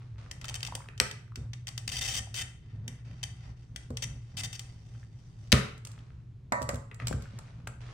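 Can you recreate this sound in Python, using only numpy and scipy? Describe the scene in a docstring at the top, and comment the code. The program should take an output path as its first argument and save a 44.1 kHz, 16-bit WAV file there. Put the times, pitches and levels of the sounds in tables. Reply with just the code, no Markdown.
"""Hand glass cutter on a work table

A hand cutter is pulled in fits and starts across a sheet of glass on paper: single cracks, gritty runs, loud snaps.
Clicks scattered into short noise tails ring shaped bodies; dense grains make the runs and decaying sines the thumps.
The wheel drops off the edge and thumps the table; the tool is laid down with a hollow clonk off to the right.
Glass is handled, hands lean and slide in filtered noise, and a machine hums as wavering sines in a small workshop.
"""
import sys
import numpy as np
from scipy import signal
from scipy.fft import rfft, irfft
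from scipy.io import wavfile

SR = 44100
rng = np.random.default_rng(int(sys.argv[2]) if len(sys.argv) > 2 else 0)


def persist_wave(psi):
    """Save psi, clipped to +-1, as 16-bit WAV."""
    counts = np.round(np.clip(psi, -1, 1) * 32767).astype(np.int16)
    wavfile.write(sys.argv[1], SR, np.atleast_2d(counts).T)


N = 349713
TIME = np.arange(N) / SR
SHORT = TIME[:8192]
SHORT_HZ = np.fft.rfftfreq(len(SHORT), 1 / SR).clip(1)

# unbroken runs of scoring: (start [s], end [s], level [dB], spectral centre [Hz])
SCORING_RUNS = [(0.553,0.563,-34,3900), (1.8773,1.883,-30.5,4540), (1.89,1.9,-37,4200),
                (1.917,1.996,-36,4240), (2.011,2.195,-35,4530), (2.342,2.426,-34.5,4400),
                (3.23,3.241,-32.5,4000), (4.022,4.044,-34,4600), (4.369,4.413,-37,4500),
                (4.434,4.462,-37,4800), (4.528,4.565,-44,4800)]
# knocks on the table top: (time [s], level [dB], contact softness as cut-off [Hz], rattle t60 [s],
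# left minus right [dB], level of the deep table thump [dB])
TABLE_KNOCKS = [(.752,-43.5,1110,0.026,0.5,-51.5), (1.008,-31,448,0.05,-0.5,-32.5),
                (1.372,-52.5,394,0.037,1.5,-32.5), (2.878,-72,347,0.061,0,-37), (3.904,-39,756,0.02,-1,-28),
                (5.527,-17,380,0.066,0.5,-12.5), (6.5212,-23,2050,0.08,-2.5,-42),
                (6.615,-35,900,0.04,-4.5,-33), (6.690,-30.5,1910,0.081,-3,-40),
                (6.733,-38.5,700,0.049,-1.5,-31), (7.110,-28.5,450,0.025,-2.5,-36),
                (7.137,-43,230,0.03,2,-20.5), (7.336,-47,350,.02,4,-46), (7.391,-51.5,1500,0.039,0,-65),
                (7.672,-42,1106,0.01,0,-41.5)]
# broad spectrum of the cracking sheet: (frequency [Hz], level [dB])
GLASS_SPECTRUM = [(150,-16.5), (500,-9), (1100,-11), (1800,-4), (3000,-1.5), (6000,-4), (7500,-4),
                  (9500,-11.5), (10500,-15.5), (15500,-16), (17000,-33.5)]
# a push or roll builds and eases off (s)
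PUSH_ATTACK_S, PUSH_RELEASE_S = 0.01, 0.023


def from_db(db):
    """Amplitude factor of a level in dB."""
    return 10 ** (np.asarray(db) / 20)


def unit_energy(x):
    """Scale each channel so that its squares sum to one."""
    return x / np.sqrt(np.sum(x ** 2, axis=-1, keepdims=True) + 1e-20)


def at_hz(points, hz):
    """Read a curve over frequency, straight between its points on a log axis."""
    points = np.array(points)
    return np.interp(np.log(hz), np.log(points[:, 0]), points[:, 1])


def drift(rate):
    """Smooth chance with spread 1 and about `rate` turns a second."""
    return np.interp(TIME * rate, np.arange(8192), rng.standard_normal(8192)) / np.sqrt(2 / 3)


def gesture(start, end, attack_s, release_s):
    """Gain over time: a straight rise from `start`, times an exponential release after `end`."""
    return np.clip((TIME - start) / attack_s, 0, 1) * np.exp(-np.maximum(TIME - end, 0) / release_s)


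def stereo_noise(alike, size):
    """White noise in two channels with correlation `alike`."""
    mid, side = rng.standard_normal((2, size))
    alike = np.clip(alike, 0, 1)
    return np.sqrt((1 + alike) / 2) * mid + np.sqrt((1 - alike) / 2) * side * [[1], [-1]]


def panned(x, left_db):
    """Balance by level alone: left minus right in dB."""
    return x * from_db([[left_db / 2], [-left_db / 2]])


def placed(x, left_db):
    """A sound off to one side is louder in the nearer ear and reaches the other a little later."""
    t = TIME[:x.shape[-1]]
    lags = np.maximum(np.array([-left_db, left_db]) * 0.00012, 0)  # seconds
    late = [np.interp(t - lag, t, ear, left=0) for ear, lag in zip(x, lags)]
    return panned(np.array(late), left_db)


def through(x, response):
    """Filter a sound with an impulse response, keeping its length."""
    return signal.oaconvolve(x, np.atleast_2d(response), axes=-1)[:, :x.shape[-1]]


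def add(out, s, sound):
    """Mix a sound in at time s."""
    start = max(round(s * SR), 0)
    out[:, start:start + sound.shape[-1]] += sound[..., :N - start]


def body(spectrum, modes=(), extra_db=0):
    """Causal (minimum-phase) response of unit energy: a broad spectrum lifted at each resonance."""
    db = at_hz(spectrum, SHORT_HZ) + extra_db
    for hz, width, lift_db in modes:
        db = db + lift_db / (1 + (2 * (SHORT_HZ - hz) / width) ** 2)
    # folding the cepstrum forward in time gives the minimum phase
    cepstrum = irfft(np.log(from_db(db)))
    cepstrum[len(SHORT) // 2:] = 0
    return unit_energy(irfft(np.exp(2 * rfft(cepstrum))))


def softened(soft_hz, steepness=6.02):
    """Negative dB by frequency: what a soft contact takes from the treble."""
    return -10 * np.log10(1 + (SHORT_HZ / soft_hz) ** steepness)


def contact(t60, scatter_db, alike):
    """A sharp click, then bending waves scattered from the edges of the plate."""
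    fading_noise = stereo_noise(alike, size=len(SHORT)) * from_db(-60 * SHORT / t60)
    waves = from_db(scatter_db) * unit_energy(fading_noise)
    waves[:, 0] += 1
    return unit_energy(waves)


def blow(level_db, soft_hz, rattle_s, spectrum, modes):
    """One blow on a body; a soft contact leaves out the treble."""
    hit = contact(t60=rattle_s, scatter_db=6.0, alike=0.44)
    return from_db(level_db) * through(hit, body(spectrum, modes, softened(soft_hz)))


def struck(modes, soft_hz, spread_db=2.0):
    """Decaying modes with new strengths at each blow; a soft contact reaches only the lowest."""
    t = TIME[:SR // 2]
    ring = 0
    for k, (hz, db, t60) in enumerate(modes):
        fade = from_db(db + spread_db * rng.standard_normal() - 60 * t / t60)
        softness = np.hypot(1, (hz / soft_hz) ** 2)
        ring = ring + (-1) ** k * fade * np.sin(2 * np.pi * hz * t) / softness
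    return ring


def background(air_db=-51.5, hum_waver_db=4.5, hum_wander=1.0):
    """Wavering machine hum, its phase wandering in radians, over still air."""
    # lines of the machine hum: (frequency [Hz], level [dB])
    hum_lines = [(31,-65), (46.3,-69), (108.5,-56.5), (120,-51.5), (162,-67)]
    # spectrum of the still air: (frequency [Hz], level [dB])
    air_spectrum = [(25,-10.5), (60,-0.5), (110,10), (200,-10), (380,-17), (600,-31.5), (3000,-38),
                    (7000,-46), (10000,-54.5), (16000,-66.5)]
    hum = 0
    for hz, db in hum_lines:
        level = np.sqrt(2) * from_db(db + hum_waver_db * drift(6.5))
        hum = hum + level * np.sin(2 * np.pi * hz * TIME + hum_wander * drift(3.9))
    air = from_db(air_db) * through(stereo_noise(0.55, size=N), body(air_spectrum))
    return hum + air


def workshop(x, gap_s=0.0062, build_s=0.0012):
    """Diffuse echo that builds up after a short gap and dies band by band; the bass is alike in both ears."""
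    # strength of the echo: (frequency [Hz], level [dB])
    echo_spectrum = [(100,-7.5), (500,-3), (1300,-2), (2300,-8.5), (3500,-12), (6000,-11), (9000,-6),
                     (16000,-21.5)]
    # reverberation time: (frequency [Hz], t60 [s])
    reverb_times = [(100,0.4), (300,0.45), (1500,0.47), (3000,.46), (5000,0.42), (9000,0.33), (16000,0.35)]
    t, tail = TIME[:SR * 2 // 3], 0
    edges = np.geomspace(60, 17000, num=13)
    for low, high in zip(edges, edges[1:]):
        hz = np.sqrt(low * high)
        band_filter = signal.butter(2, [low, high], "band", fs=SR, output="sos")
        band = signal.sosfilt(band_filter, stereo_noise(1 / (1 + (hz / 380) ** 2), size=len(t)))
        fade = np.clip((t - gap_s) / build_s, 0, 1) * from_db(-60 * t / at_hz(reverb_times, hz))
        strength = from_db(at_hz(echo_spectrum, hz)) * np.sqrt(2 * (high - low) / SR)
        tail = tail + unit_energy(band * fade) * strength
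    return through(x, tail)


def effort(resting_db=-8):
    """How hard the hands bear down, as a gain: their resting weight plus the pushes."""
    # spells of bearing down on the table: (start [s], end [s], effort [dB])
    pushes = [(0.342,0.746,-5.5), (1.372,1.46,-1.5), (1.84,2.225,-3), (2.723,2.942,-1), (3.052,3.142,-1.5),
              (3.448,3.514,-2), (3.68,3.76,-4), (4.044,4.169,1.5), (4.335,4.467,0.5), (6.592,6.794,1.5),
              (7.01,7.212,4), (7.55,7.687,-6.5)]
    pushing = sum(from_db(db) * gesture(start, end, PUSH_ATTACK_S, PUSH_RELEASE_S)
                  for start, end, db in pushes)
    return np.hypot(from_db(resting_db), pushing)


def hands(rumble_db=-43.0, rub_db=-54.5, rub_growth=1.5):
    """Leaning hands make the table rumble; the palms rub unevenly, growing faster with effort."""
    # spectrum of the rumbling table: (frequency [Hz], level [dB])
    rumble_spectrum = [(20,-48.5), (40,-14.5), (65,4), (85,-11.5), (115,4), (145,-5.5), (200,-26.5),
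                       (600,-52), (3000,-79.5)]
    # spectrum of the rubbing palms: (frequency [Hz], level [dB])
    palm_spectrum = [(60,-14), (160,4.5), (250,-1), (330,-16.5), (500,-15), (800,-22), (1500,-29),
                     (5000,-63.5)]
    weight = effort()
    waver_db = 2.5 * drift(12)
    leaning = stereo_noise(0.92, size=N) * weight * from_db(rumble_db)
    rubbing = stereo_noise(1.0, size=N) * weight ** rub_growth * from_db(rub_db + waver_db)
    return through(leaning, body(rumble_spectrum)) + through(rubbing, body(palm_spectrum))


def friction(level, response, grain_db, grain_rate):
    """Rubbing: a hiss that catches and lets go in small grains."""
    grip = np.sqrt(N) * unit_energy(from_db(grain_db * drift(grain_rate)))
    return through(stereo_noise(0.19, size=N) * grip * level, response)


def slap_modes():
    """Resonances of the sheet slapping on the table."""
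    # (frequency [Hz], width [Hz], lift [dB])
    return [(430,80,13.5), (1295,210,8), (2000,260,5), (2600,260,6.5)]


def slap_spectrum():
    """Broad spectrum of the sheet slapping on the table."""
    # (frequency [Hz], level [dB])
    return [(80,-28), (250,-9), (700,-10), (1000,-7.5), (1800,-4), (3000,-7), (5000,-11.5), (9000,-2.5)]


def sliding(catches_per_s=30, catch_db=24.0, soft_hz=2200):
    """Fingers and glass shift on the paper with a fine hiss, in which the sheet catches and taps softly."""
    # strokes of paper and fingers: (start [s], start of the release [s], level [dB])
    strokes = [(0,-0.08,-58), (0.179,0.206,-59), (0.41,0.508,-59), (1.363,1.34,-69), (5.85,6,-63.5),
               (6.991,7,-55.5), (7.203,7.5,-62.5), (7.804,8,-56.5)]
    # spectrum of the paper: (frequency [Hz], level [dB])
    paper_spectrum = [(200,1.5), (700,1), (1800,-1.5), (3500,-6), (6000,-10.5), (7500,-18.5), (9500,-20.5),
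                      (11000,-47), (16000,-49.5)]
    level = sum(from_db(db) * gesture(start, end, attack_s=0.0032, release_s=0.14)
                for start, end, db in strokes)
    catches = (rng.random(N) < catches_per_s / SR) * rng.standard_normal(N) * level * from_db(catch_db)
    sheet = body(slap_spectrum(), slap_modes(), softened(soft_hz))
    caught = through(np.array([catches, catches]), sheet)
    return caught + friction(level, body(paper_spectrum), grain_db=2.2, grain_rate=600)


def glass_modes(depth):
    """The resonances of the sheet stand out more the harder the wheel is pressed in."""
    # resonances (and notches between them) of sheet and cutter head: (frequency [Hz], width [Hz], lift [dB])
    sheet_modes = [(778,110,6), (1833,52,6), (2020,95,8.5), (2390,65,-1.5), (2640,200,5.5), (3120,190,9),
                   (3617,110,8.5), (4060,270,-3.5), (4704,220,8.5), (5100,180,-1.5), (5590,370,6),
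                   (6093,310,8), (6960,250,0.5), (8380,1100,5.5), (9300,250,6)]
    return [(hz, width, depth * lift_db) for hz, width, lift_db in sheet_modes]


def tilted(centre_hz, swell_hz=1700, middle_hz=4540, tilt_db=3.0):
    """dB by frequency for a brighter or duller crack; a dull one swells the lowest band the sheet radiates well."""
    # tilt in dB per octave, for each octave that the centre lies from the middle; mirrored below the swell
    mirrored_hz = np.maximum(SHORT_HZ, swell_hz ** 2 / SHORT_HZ).clip(None, 12000)
    return tilt_db * np.log2(centre_hz / middle_hz) * np.log2(mirrored_hz / middle_hz)


def travelling(drive, start, end, spectrum, centre_hz, depth, travel_s=0.045, travel_db=2.5):
    """The sheet rung by a moving wheel: the balance of its resonances fades from one place to the next."""
    out, hop = np.zeros((2, N)), round(travel_s * SR)
    for first in range(max(round(start * SR) - hop, 0), round(end * SR) + hop, hop):
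        modes = [(hz, width, lift_db + travel_db * rng.standard_normal())
                 for hz, width, lift_db in glass_modes(depth)]
        piece = drive[:, first:first + 2 * hop] * np.hanning(2 * hop)
        sheet = body(spectrum, modes, tilted(centre_hz))
        add(out, first / SR, signal.fftconvolve(piece, sheet[None], axes=-1))
    return out


def rolling(waver_db=3.0, gain_db=-0.5):
    """The rolling wheel stirs the sheet lightly, in fine grains, swelling as the hand's speed wavers."""
    # faint rub until the wheel drops off the edge: (start [s], end [s], level [dB], spectral centre [Hz])
    rolls = [(2.618,2.997,-68.5,1600), (3.042,3.503,-65.5,3200), (3.56,4.366,-70,4500),
             (4.6,5.51,-66.5,6980)]
    # spectrum of the rolling wheel: (frequency [Hz], level [dB])
    wheel_spectrum = [(200,8), (700,9.5), (1200,8), (2000,8), (3000,4.5), (5000,4.5), (6500,0), (9000,-8),
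                      (10500,-21), (16000,-21.5)]
    grain_db = 2.5 * drift(350)
    rub = stereo_noise(0.13, size=N) * from_db(waver_db * drift(11) + grain_db)
    out = np.zeros((2, N))
    for start, end, db, hz in rolls:
        drive = rub * gesture(start, end, PUSH_ATTACK_S, PUSH_RELEASE_S)
        rolled = travelling(drive, start, end + PUSH_RELEASE_S, wheel_spectrum, hz, depth=0.87)
        out += from_db(db + gain_db) * rolled
    return out


def taps(gain_db=17.5, width_octaves=0.31):
    """A padded touch rings briefly in one broad, well-damped resonance."""
    # small dull taps and scuffs of fingers, tool and paper: (time [s], level [dB], centre [Hz], t60 [s])
    touches = [(0.4453,-39.5,1270,.02), (.5075,-45.5,890,0.009), (.683,-40,880,0.015),
               (0.7235,-33,895,.012), (.776,-42.5,761,.035), (.803,-42,1100,0.03), (.820,-46,1600,.015),
               (.842,-49,1400,.02), (.859,-49,1400,0.011), (0.935,-55.5,1400,0.011), (1.279,-55,1300,0.013),
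               (1.320,-49,1200,.012), (2.272,-48.5,790,0.024), (4.95,-56,1496,.04), (5.03,-54.5,1700,.04),
               (5.9893,-51.5,3130,.012), (6.691,-27,565,0.04), (7.111,-31,556,.012), (7.127,-30,1480,0.028),
               (7.255,-44,1480,.08), (7.673,-32,1400,.02)]
    out = np.zeros((2, N))
    for s, level_db, centre_hz, t60 in touches:
        octaves = np.log2(SHORT_HZ / centre_hz)
        pad = body([(centre_hz, 0)], extra_db=-20 * np.log10(1 + (octaves / width_octaves) ** 2))
        touch = contact(t60=t60, scatter_db=9.0, alike=0.79)
        add(out, s, from_db(level_db + gain_db) * through(touch, pad))
    return out


def ticks(gain_db=5.0):
    """Hard little touches of the tool and loose glass ring the metal."""
    # light ticks of handling: (time [s], level [dB])
    touches = [(3.904,-36), (5.778,-37), (5.8501,-23.5), (5.871,-26.5), (5.916,-34.5), (6.5222,-15.5),
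               (6.618,-22.5), (6.626,-21.5), (6.6898,-13.5), (6.743,-26), (6.7565,-28.5), (6.9438,-33.5),
               (7.0703,-12), (7.0811,-14.5), (7.1268,-28), (7.222,-31.5), (7.388,-29), (7.6732,-24)]
    # spectrum of the metal tool: (frequency [Hz], level [dB])
    metal_spectrum = [(300,0.5), (1500,1.5), (3000,6), (5500,7.5), (8000,7), (9500,-5.5), (11000,-3),
                      (16000,-7.5)]
    # its resonances: (frequency [Hz], width [Hz], lift [dB])
    metal_modes = [(7650,300,7), (9220,600,10)]
    out = np.zeros((2, N))
    for s, level_db in touches:
        touch = contact(t60=0.022, scatter_db=12, alike=0.5)
        add(out, s + 0.00069, from_db(level_db + gain_db) * touch)
    return through(out, body(metal_spectrum, metal_modes))


def bounces(gain_db=-3.0):
    """The cutter is laid down: a hollow clonk rings on through its bounces, a little differently in each ear."""
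    # landings: (time [s], level [dB], contact softness as cut-off [Hz])
    landings = [(6.5215,-25,3000), (6.5258,-25.5,2600), (6.541,-29,1500), (6.582,-34.5,1000),
                (6.615,-36,1100), (6.690,-43,2500)]
    # what rings under the cutter: (frequency [Hz], level [dB], t60 [s])
    hollow_modes = [(562,-4,0.11), (637.6,-7.5,.23), (865,-13,0.34), (969,-10,0.35), (1044,-3.5,0.42),
                    (1147,-10,0.29), (1300,-8,.3), (1563,-7,0.086), (1840,-10,.22), (1955,-6,.2)]
    out = np.zeros((2, N))
    for s, level_db, soft_hz in landings:
        clonk = np.array([struck(hollow_modes, soft_hz) for ear in out])
        add(out, s, from_db(level_db + gain_db) * clonk)
    return placed(out, left_db=-2.0)


def thump_events(knock_soft_hz=600, lurch_soft_hz=130, lurch_db=-3):
    """Weight lands on the table with every knock, and softly where a run stops with a lurch of the hand."""
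    knocked = [(s, thump_db, min(soft_hz, knock_soft_hz))
               for s, _, soft_hz, *_, thump_db in TABLE_KNOCKS]
    lurches = [(end, db + lurch_db, lurch_soft_hz) for _, end, db, _ in SCORING_RUNS]
    return knocked + lurches


def thumps(gain_db=-3.0):
    """The whole table rings in its deep modes."""
    # (frequency [Hz], level [dB], t60 [s])
    table_modes = [(65.7,-3.5,0.29), (92,1,.11), (130.1,-4.5,0.29), (238.4,-7,0.17), (368,-14.5,0.14),
                   (443,-18,0.32), (504,-18.5,0.18), (630,-22,0.13)]
    out = np.zeros((2, N))
    for s, level_db, soft_hz in thump_events():
        add(out, s, from_db(level_db + gain_db) * struck(table_modes, soft_hz))
    return out


def knocks(gain_db=25.5):
    """Blows on the table top, each in its own place."""
    # spectrum of the table top: (frequency [Hz], level [dB])
    top_spectrum = [(80,-19), (200,7.5), (350,-6.5), (700,-1.5), (1200,1), (2200,0.5), (3200,-26),
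                    (8000,-38)]
    # its resonances: (frequency [Hz], width [Hz], lift [dB])
    top_modes = [(544,100,8), (880,38,2.5), (1080,96,2.5), (1387,450,-2), (2060,150,4)]
    out = np.zeros((2, N))
    for s, level_db, soft_hz, rattle_s, left_db, _ in TABLE_KNOCKS:
        knock = blow(level_db + gain_db, soft_hz, rattle_s, top_spectrum, top_modes)
        add(out, s, placed(knock, left_db))
    return out


def slaps(gain_db=15.0):
    """The sheet jumps and hits the table through the paper."""
    # the sheet slapping and rocking: (time [s], level [dB], contact softness as cut-off [Hz], rattle t60 [s])
    sheet_hits = [(0.887,-36.5,3730,0.017), (1.003,-22,2100,0.059), (5.526,-14.5,2623,0.0095),
                  (5.535,-15.5,4680,0.3), (6.914,-37.5,2930,0.041), (7.000,-31.5,2940,0.022),
                  (7.021,-37.5,2920,0.015), (7.672,-36,4170,0.0049)]
    out = np.zeros((2, N))
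    for s, level_db, soft_hz, rattle_s in sheet_hits:
        add(out, s, blow(level_db + gain_db, soft_hz, rattle_s, slap_spectrum(), slap_modes()))
    return out


def pings(gain_db=-5.0, soft_hz=16000):
    """The steel wheel, jolted on its axle by a snap, gives a short, high ring."""
    # (time [s], level [dB])
    jolts = [(1.001,-23.5), (1.0128,-24)]
    # ring of the wheel: (frequency [Hz], level [dB], t60 [s])
    wheel_modes = [(7900,-5.5,.02), (8090,-1,0.029), (8400,-4.5,.018), (11500,-11.5,0.018)]
    out = np.zeros((2, N))
    for s, level_db in jolts:
        add(out, s, from_db(level_db + gain_db) * struck(wheel_modes, soft_hz))
    return out


def snaps(gain_db=15.5):
    """The wheel jumps at an edge and steel strikes glass: hard, very short bursts."""
    # (time [s], level [dB], spectral centre [Hz], t60 [s])
    edge_jumps = [(1.0002,-6,2500,0.012), (5.5196,-10,5600,0.016), (5.5258,-5,3900,0.016)]
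    # spectrum of a snap: (frequency [Hz], level [dB])
    snap_spectrum = [(150,-22), (600,-16.5), (1100,-8), (2000,-2.5), (2800,-1), (4800,-1), (6100,-4.5),
                     (6900,-13), (8000,-8), (9500,-15), (16000,-23.5)]
    out = np.zeros((2, N))
    for s, level_db, centre_hz, t60 in edge_jumps:
        sheet = body(snap_spectrum, glass_modes(depth=0.26), tilted(centre_hz))
        strike = contact(t60=t60, scatter_db=11.0, alike=0.48)
        add(out, s, from_db(level_db + gain_db) * through(strike, sheet))
    return out


def scoring(per_s=2000, size_db=-1.0, grip_db=1.8, ring_s=0.0011, click_db=-6.0, gain_db=-1.5):
    """While the wheel bites, tiny cracks follow each other densely; the grip wavers."""
    sizes = from_db(size_db * rng.exponential(1, N).clip(0, 3) + grip_db * drift(160))
    grains = np.sqrt(N) * unit_energy(sizes * (rng.random(N) < per_s / SR))
    # each crack is a click that scatters into bending waves, which the paper soaks up within milliseconds
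    keep = np.exp(-1 / (ring_s * SR))
    energy = signal.lfilter([1 - keep], [1, -keep], grains ** 2 + 1e-18)
    clicks = from_db(click_db) * grains * rng.choice([-1, 1], N)
    waves = np.sqrt(energy) * stereo_noise(0.13, size=N) + clicks
    out = np.zeros((2, N))
    for start, end, db, hz in SCORING_RUNS:
        drive = waves * ((TIME >= start) & (TIME < end))
        out += from_db(db + gain_db) * travelling(drive, start, end, GLASS_SPECTRUM, hz, depth=1.34)
    return out


def crack_events(gap_s=0.0069, rise_db=0.5, bite_db=-32, bite_hz=5380):
    """Every crack: bunches that gain a little level crack by crack, and the bright bite opening each run."""
    # cracks under the wheel: (time [s], level of the first [dB], spectral centre [Hz], cracks in the bunch)
    bunches = [(0.312,-29,4800,1), (0.413,-36.5,2800,1), (0.443,-30.5,2600,1), (0.453,-33.5,4000,1),
               (0.4813,-30,3080,3), (0.5415,-25.5,3860,1), (0.605,-35,1783,1), (0.629,-23,2970,1),
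               (0.649,-28.5,4000,1), (0.665,-29.5,3480,2), (0.7509,-23.5,6500,1), (0.977,-37.5,3400,1),
               (1.111,-28,2970,1), (1.3568,-29.5,2980,1), (1.5325,-31.5,1550,1), (1.67,-29,3500,1),
               (1.6798,-30.5,4500,2), (1.777,-25,5430,1), (2.8786,-29,5900,1), (3.7601,-27.5,3640,1),
               (3.9702,-25.5,3630,1), (4.5933,-28,5800,1)]
    bunched = [(s + k * gap_s, db + k * rise_db, hz)
               for s, db, hz, count in bunches for k in range(round(count))]
    return bunched + [(start, bite_db, bite_hz) for start, *_ in SCORING_RUNS]


def cracks(gain_db=15.0):
    """Single cracks ring the paper-damped sheet, each brighter or duller by its spectral centre."""
    out = np.zeros((2, N))
    for s, level_db, centre_hz in crack_events():
        sheet = body(GLASS_SPECTRUM, glass_modes(depth=1), tilted(centre_hz))
        crack = contact(t60=0.023, scatter_db=14.0, alike=0.1)
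        add(out, s + 0.00087, from_db(level_db + gain_db) * through(crack, sheet))
    return out


def towards_left(x):
    """The cutter works left of centre, which shows most in the upper middle."""
    # (frequency [Hz], left minus right [dB])
    cutter_side = [(1000,-0.5), (2000,-0.5), (4000,6), (8000,4), (12000,-2)]
    side_db = at_hz(cutter_side, np.fft.rfftfreq(N, 1 / SR).clip(1))
    return irfft(rfft(x) * from_db([side_db / 2, -side_db / 2]), N)


def scene():
    """Direct sounds plus the echo of the workshop, over leaning hands and the background."""
    cutter = cracks() + scoring() + snaps() + pings()
    sheet, tapped, ticked = slaps(), taps(), ticks()
    knocked = knocks() + bounces()
    table, rubbing = thumps(), sliding() + rolling()
    direct = towards_left(cutter) + panned(sheet, left_db=4.5) + knocked + tapped
    direct = direct + placed(ticked, left_db=-0.7)
    # each source feeds the room according to how it radiates
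    radiated = panned(cutter, left_db=2.5) + from_db(4.0) * sheet + from_db(-1.0) * knocked
    radiated = radiated + from_db(0.5) * ticked + from_db(-3.5) * tapped
    echo = workshop(radiated + from_db(-8.0) * table + rubbing)
    return direct + table + rubbing + echo + hands() + background()


def record(dry, apart_hz=210.0, cutoff_hz=16300):
    """Two close microphones hear the bass nearly alike; the top is cut steeply."""
    mid, side = (dry[0] + dry[1]) / 2, (dry[0] - dry[1]) / 2
    bass_filter = signal.butter(2, apart_hz, fs=SR, output="sos")
    side = side - 0.8 * signal.sosfiltfilt(bass_filter, side)
    top_cut = signal.ellip(10, 0.2, 80, cutoff_hz, fs=SR, output="sos")
    return signal.sosfilt(top_cut, [mid + side, mid - side])


dry = scene()
out = record(dry)
persist_wave(out)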